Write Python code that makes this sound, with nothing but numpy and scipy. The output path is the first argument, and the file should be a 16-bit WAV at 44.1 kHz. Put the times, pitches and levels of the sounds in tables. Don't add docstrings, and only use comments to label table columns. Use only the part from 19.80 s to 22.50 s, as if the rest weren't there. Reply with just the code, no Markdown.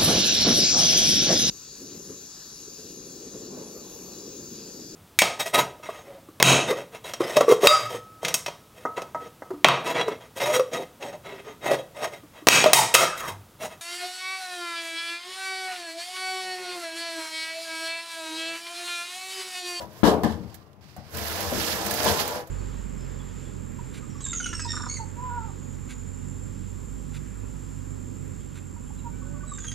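import sys
import numpy as np
from scipy import signal
from scipy.fft import rfft, irfft, next_fast_len
from scipy.io import wavfile
from scipy.ndimage import uniform_filter1d, map_coordinates

SR = 44100
rng = np.random.default_rng(int(sys.argv[2]) if len(sys.argv) > 2 else 0)


def unload_wav(signal):
    wavfile.write(
        sys.argv[1],
        SR,
        np.round(np.clip(np.atleast_2d(signal).T, -1, 1) * 32767).astype(np.int16),
    )


def gain_from_db(level_db):
    decades = np.asarray(level_db, float) / 20
    return 10 ** decades


N = 119070
TIME = np.arange(N) / SR


def unit(x):
    return x / np.sqrt(np.mean(x ** 2) + 1e-20)


def along(points, hz):
    f, value = np.transpose(points)
    return np.interp(np.log(hz + 1), np.log(f + 1), value)


def filtered(x, response):
    m = next_fast_len(x.shape[-1] + SR // 4)
    spectrum = rfft(x, m) * response(np.fft.rfftfreq(m, 1 / SR))
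    return irfft(spectrum, m)[..., :x.shape[-1]]


def wobble(rate):
    knots = rng.standard_normal(int(N * rate / SR) + 4)
    return map_coordinates(knots, [np.arange(N) * rate / SR])


def grains(rate, size_db, bed):
    hit = rng.random((2, N)) < rate / SR
    size = rng.standard_normal(N) * gain_from_db(size_db * rng.exponential(size=N))
    return unit(bed * rng.standard_normal((2, N)) + unit(hit * size))


def bursts(rows):
    total = np.zeros(N)
    for start, db, rise, t60 in rows:
        since = TIME - start
        fade_db = -60 * np.maximum(since - rise, 0) / t60
        total += gain_from_db(db + fade_db) * np.clip(since / rise, 0, 1)
    return total


# frequency in Hz, likeness from 0 to 1.
LIKENESS = [(60, .4), (130, .55), (290, .8), (640, .75), (1410, .15), (3100, 0), (15000, 0)]


def spread(pair, spectrum):
    def response(hz):
        turn = np.arccos(np.clip(along(LIKENESS, hz), -1, 1)) / 2
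        return gain_from_db(along(spectrum, hz)) * [np.cos(turn), np.sin(turn)]

    mid, side = filtered(pair, response)
    return np.array([mid + side, mid - side])


# frequency in Hz, level in dB, time to fade by 60 dB in seconds.
FREE_TONES = [(80, -6, .55), (189, -5, .3), (212, -1, .33), (229, 2, .36), (307, 5, .36), (431, -3, .36),
              (467, -2, .36), (548, -4, .32), (615, -8, .36), (724, -6, .36), (794, -9, .33),
              (850, -11, .3), (992, -13, .3), (1216, -17, .2)]
# frequency in Hz, time to fade by 60 dB in seconds.
RING_TIME = [(60, 1), (300, 0.48), (1000, 0.44), (3000, 0.4), (10000, 0.11)]
# frequency in Hz, level in dB per Hz.
BANG_COLOUR = [(45, -43), (80, -8.5), (125, -16.5), (230, -4), (330, -5), (550, -6), (1000, -9),
               (2000, -27), (6000, -17)]


def tray(spectrum, share, clear_db, tones=FREE_TONES):
    length = SR // 2
    hz, t, noise = signal.stft(rng.standard_normal((2, length)), SR, nperseg=256)
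    fading = gain_from_db(-60 * t / (share * along(RING_TIME, hz)[:, None]))
    dense = signal.istft(noise * fading, SR, nperseg=256)[1][:, :length]
    t = np.arange(length) / SR
    f, db, t60 = np.transpose(tones)[:, :, None]
    level_db = db - along(BANG_COLOUR, f) + rng.normal(0, 1.93, f.shape) - 60 * t / (share * t60)
    clear = (gain_from_db(level_db) * np.sin(2 * np.pi * f * t)).sum(axis=0)
    both = dense + gain_from_db(clear_db - 23.5) * clear * [[1], [.35]]
    answer = spread(both, spectrum) * np.minimum(t / 0.0004, 1)
    return answer / np.linalg.norm(answer[0])


# frequency in Hz, level in dB per Hz.
AIR_COLOUR = [(30, -10), (80, 7.5), (135, 7.5), (340, -8.5), (830, -18), (2800, -27), (8500, -60),
              (16400, -66)]


def garden_air():
    noise = unit(spread(rng.standard_normal((2, N)), AIR_COLOUR))
    return gain_from_db(-54 + 1.5 * wobble(7.0)) * noise


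# frequency in Hz, width in Hz, level in dB.
BLADE_RING = [(1710, 17, 4), (4840, 170, -11)]
# frequency in Hz, level in dB per Hz.
FAR_HISS = [(900, -8), (1500, -0.5), (2260, -3.5), (5230, -3), (8500, -11.5), (11500, -6.5), (16000, -10.5)]
# frequency in Hz, level in dB per Hz.
NEAR_HISS = [(900, -1.5), (1500, -1), (2260, -3), (5230, -1.5), (9700, -9), (11500, -4.5), (16000, -13)]


def friction_hiss(place, level):
    def ring(hz):
        return 1 + sum(gain_from_db(db) * 1j * hz * width / (centre * centre - hz * hz + 1j * hz * width)
                       for centre, width, db in BLADE_RING)

    slips = grains(2500, 2.62, bed=2.16)
    tilt = np.clip(3.0 * place, 0, 1)
    hiss = (1 - tilt) * spread(slips, FAR_HISS) + tilt * spread(slips, NEAR_HISS)
    z = signal.stft(filtered(hiss, ring), nperseg=256)[2]
    patches = uniform_filter1d(rng.standard_normal(z.shape[1:]), size=14, axis=0)
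    patches = unit(uniform_filter1d(patches, size=4, axis=1))
    return unit(signal.istft(z * gain_from_db(1.5 * patches), nperseg=256)[1][:, :N]) * level


# frequency in Hz, level in dB, time to fade by 60 dB in seconds.
PRESSED_TONES = [(78.7, 1, 0.41), (202, -10, 1), (319.5, -3, 1), (468, -6, 0.99), (604.6, -9, 0.19),
                 (684, 4.5, 0.1), (801, -13, .3), (997, -2, 0.52), (1675, -24, 0.2)]
# frequency in Hz, level in dB per Hz.
FAR_DRUM = [(45, -46), (82, 1.5), (140, -8), (205, 0), (270, -7), (500, -3), (1100, -8.5), (2500, -27),
            (6000, -28.5)]
# frequency in Hz, level in dB per Hz.
NEAR_DRUM = [(45, -52), (90, -14), (210, -7), (330, -11), (480, 0), (900, -4), (1700, -14), (6000, -35)]
FAR_S, NEAR_S = 1.5, 2.5
DAMPED = 0.45


def drumming(place, level):
    spot_s = .17
    force = grains(600, 0.98, bed=1.54)[0] * level * gain_from_db(0.18 * wobble(30.2))
    out = np.zeros((2, N))
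    for s in np.arange(0, N / SR + spot_s, spot_s):
        a = max(round((s - spot_s) * SR), 0)
        b = min(round((s + spot_s) * SR), N)
        near = place[min(round(s * SR), N - 1)]
        tones = np.array(PRESSED_TONES)
        tones[:, 0] *= 1 + .02 * rng.standard_normal(len(tones))
        spot = np.zeros((2, SR // 2))
        for colour, share in [(FAR_DRUM, 1 - near), (NEAR_DRUM, near)]:
            if share > 0:
                spot += np.sqrt(share) * tray(colour, DAMPED, -3.5, tones)
        push = force[a:b] * np.cos(np.pi / 2 * (TIME[a:b] - s) / spot_s)
        part = signal.fftconvolve(push[None], spot, axes=1)[:, :N - a]
        out[:, a:a + part.shape[1]] += part
    return out


# time in seconds, hiss level in dB, drumming above the hiss in dB.
FIRST_FLICK = [
    (0, -54.5, 25.5),
    (0.019, -47, 6.5),
    (.05, -58.5, 8.5),
    (.075, -61.5, 8),
    (0.101, -61.5, 8.5),
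    (.16, -54, 4.5),
    (.21, -56, 6.5),
    (.228, -55, -26),
]
# time in seconds, hiss level in dB, drumming above the hiss in dB.
LONG_STROKE = [(1.291, -60, 10.5), (1.352, -39.5, 4), (1.42, -36.5, -1), (1.6, -34, -2.5),
               (1.69, -35.5, -0.5), (1.75, -33.5, -9), (1.84, -31.5, -9), (1.93, -31, -8), (2.03, -36.5, 2),
               (2.17, -33, -3), (2.27, -30, 1), (2.318, -29.5, 0), (2.36, -35, 3), (2.41, -28.5, -6.5),
               (2.441, -38.5, 2), (2.562, -39, 5), (2.61, -46, 4.5), (2.651, -61.5, 5.5)]


def blade():
    rows = np.array(FIRST_FLICK + [(.24, -54, 11), (1.22, -83.5, 16)] + LONG_STROKE + [(2.7, -63.5, 13.4)])
    hiss_db, drum_db = [np.interp(TIME, rows[:, 0], column) for column in rows.T[1:]]
    place = np.clip((TIME - FAR_S) / (NEAR_S - FAR_S), 0, 1)
    judder_db = .8 * wobble(11) + 0.62 * wobble(120) + 0.54 * np.maximum(wobble(85), 0) ** 2
    return friction_hiss(place, gain_from_db(hiss_db + judder_db)) + drumming(place, gain_from_db(hiss_db + drum_db))


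# start in seconds, level in dB.
EDGE_CATCHES = [(.026, -66), (0.185, -49), (.2104, -52), (0.434, -37.5), (0.743, -40.5), (1.1636, -47.5),
                (1.306, -48), (1.327, -48), (1.344, -39), (1.369, -32), (1.384, -33), (1.408, -51),
                (1.438, -38.5), (1.471, -38), (1.48, -35), (1.514, -36), (1.526, -36.5), (1.605, -29),
                (1.64, -38), (1.947, -35.5), (2.051, -34), (2.062, -26.5), (2.109, -24), (2.138, -28),
                (2.173, -36), (2.243, -25.5), (2.477, -29), (2.671, -47)]
# frequency in Hz, level in dB per Hz.
TICK_COLOUR = [(900, -21), (1700, 4), (2500, -7), (5000, -2.5), (9000, -2), (16500, -1)]


def edge_ticks():
    rise_s, t60_s = .001, 0.065
    noise = unit(spread(grains(7100, 0.89, bed=0.67), TICK_COLOUR))
    return noise * bursts([(s, db, rise_s, t60_s) for s, db in EDGE_CATCHES])


# start in seconds, level in dB, rattle length in seconds, hardness in Hz.
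BLOWS = [(.232, -16, 0.0006, 2520), (.247, -22.5, 0.019, 2500), (.262, -20, 0.024, 720),
         (0.287, -23.5, .015, 1800), (.325, -37, 0.011, 1500), (0.4348, -25.5, 0.0024, 2530),
         (0.448, -28, 0.014, 352), (0.552, -41, 0.025, 302), (0.605, -39, 0.032, 127.5),
         (1.164, -48, 0.0032, 2500), (1.178, -42.5, 0.0061, 109), (1.66, -39, 0.034, 118.4),
         (1.718, -31.5, 0.011, 830), (1.741, -37.5, .012, 450), (1.772, -34, 0.0045, 235),
         (1.798, -41, 0.065, 89), (1.957, -47, 0.049, 112), (2.204, -48.5, 0.0097, 900),
         (2.258, -27.5, 0.073, 2550), (2.552, -43, 0.025, 1520)]
# frequency in Hz, level in dB per Hz.
RIM_COLOUR = [(45, -29), (85, 0), (140, -6.5), (220, -5.5), (500, -2.5), (800, -5.5), (1700, -17),
              (6000, -31)]


def knocks():
    bounce_s, tones_db = .4, 1
    out, t = np.zeros((2, N + SR)), np.arange(SR // 5) / SR
    for s, db, length, hz in BLOWS:
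        contacts = rng.standard_normal(len(t)) * np.exp(-(t / length) ** 2) / np.sqrt(length * SR)
        rattle = 0.83 * contacts + 0.86 * (t == 0)
        soft = signal.lfilter(*signal.butter(2, min(hz, 9000), fs=SR), rattle)
        if s < bounce_s:
            spot = tray(BANG_COLOUR, 1, tones_db)
        elif s < FAR_S:
            spot = tray(RIM_COLOUR, 0.78, tones_db)
        else:
            colour = RIM_COLOUR if s < (FAR_S + NEAR_S) / 2 else NEAR_DRUM
            spot = tray(colour, DAMPED, tones_db, PRESSED_TONES)
        ring = signal.fftconvolve(soft[None], spot, axes=1)
        loudness = np.sqrt(np.mean(ring[:, :SR // 20] ** 2))
        out[:, round(s * SR):][:, :ring.shape[1]] += gain_from_db(db) * ring / loudness
    return out[:, :N]


# start in seconds, level in dB, rise in seconds, time to fade by 60 dB in seconds.
SLIDES = [
    (.233, -18.5, 0.00077, 0.19),
    (.245, -32.5, 0.035, 0.21),
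    (0.433, -37.5, 0.0017, 0.31),
    (.49, -49.5, 0.035, 0.13),
    (.695, -53.5, 0.0031, 0.062),
    (.93, -61, 0.0023, 0.026),
    (2.255, -27, 0.018, 0.33),
    (2.385, -31.5, 0.017, 0.21),
]
# frequency in Hz, level in dB per Hz.
CRUMB_COLOUR = [(900, -5.5), (1700, 1.5), (2450, -13), (3000, 0.5), (5280, -4), (6600, -9), (11500, -11.5),
                (16500, -21)]


def crumb_slides():
    noise = unit(spread(grains(3000, 0.66, bed=0.64), CRUMB_COLOUR))
    return noise * bursts(SLIDES) * gain_from_db(0.17 * wobble(90))


# time in seconds, level in dB.
BRUSHING = [
    (.54, -62),
    (.68, -60),
    (.8, -62),
    (.98, -94),
    (1.005, -85),
    (1.011, -63),
    (1.089, -59.5),
    (1.15, -61.5),
    (1.3, -57),
]
# frequency in Hz, level in dB per Hz.
DUST_COLOUR = [(1200, 5), (1800, 6), (3600, 2), (4800, 7), (5800, 1), (6800, -4), (16400, -10)]


def brushed_crumbs():
    level_db = np.interp(TIME, *np.transpose(BRUSHING), left=-120, right=-120) + 1.97 * wobble(40.97)
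    return unit(spread(grains(2000, 0.93, bed=2.0), DUST_COLOUR)) * gain_from_db(level_db)


def scene():
    return garden_air() + blade() + edge_ticks() + knocks() + crumb_slides() + brushed_crumbs()


def low_pass(x):
    return signal.sosfilt(signal.butter(12, 16490, fs=SR, output="sos"), x)


# frequency in Hz, difference in dB.
PORT_BALANCE = [(50, 8), (170, 16), (300, 9), (470, 2), (1200, 3), (3300, -10), (6500, -28), (11500, -20)]
# frequency in Hz, level in dB.
TREBLE_SHAPE = [(7000, 0), (9600, -3), (11500, 1), (14000, 0), (15720, 1), (15880, -75)]


def record(dry):
    side = np.array([[1], [-1]])
    lag_s, low_cut_hz, hiss_db = 0.000097, 48, -90

    def mic(hz):
        return gain_from_db(along(TREBLE_SHAPE, hz))

    def ports(hz):
        balance = 2 / np.sqrt(1 + gain_from_db(-2 * side * along(PORT_BALANCE, hz)))
        delay = np.exp(-1j * np.pi * hz * lag_s * side)
        low_cut = (1j * hz / (low_cut_hz + 1j * hz)) ** 2
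        return balance * delay * mic(hz) * low_cut

    x = filtered(dry, ports)
    since = (np.arange(N) - np.argmax(np.abs(x[0]) > .2)) / SR

    def dip(share, recovery_s):
        onset = np.clip(1 + since / 0.0066, 0, 1)
        return 1 - share * onset * np.exp(-np.maximum(since, 0) / recovery_s)

    duck = dip(.9, .022) * dip(0.64, 0.03)
    hiss = gain_from_db(hiss_db) * filtered(rng.standard_normal((2, N)), mic)
    x = x * np.array([np.ones(N), duck]) + hiss
    mix = x / (1 + np.abs(x) ** 6) ** (1 / 6)
    return low_pass(mix)


dry = scene()
out = record(dry)
unload_wav(out)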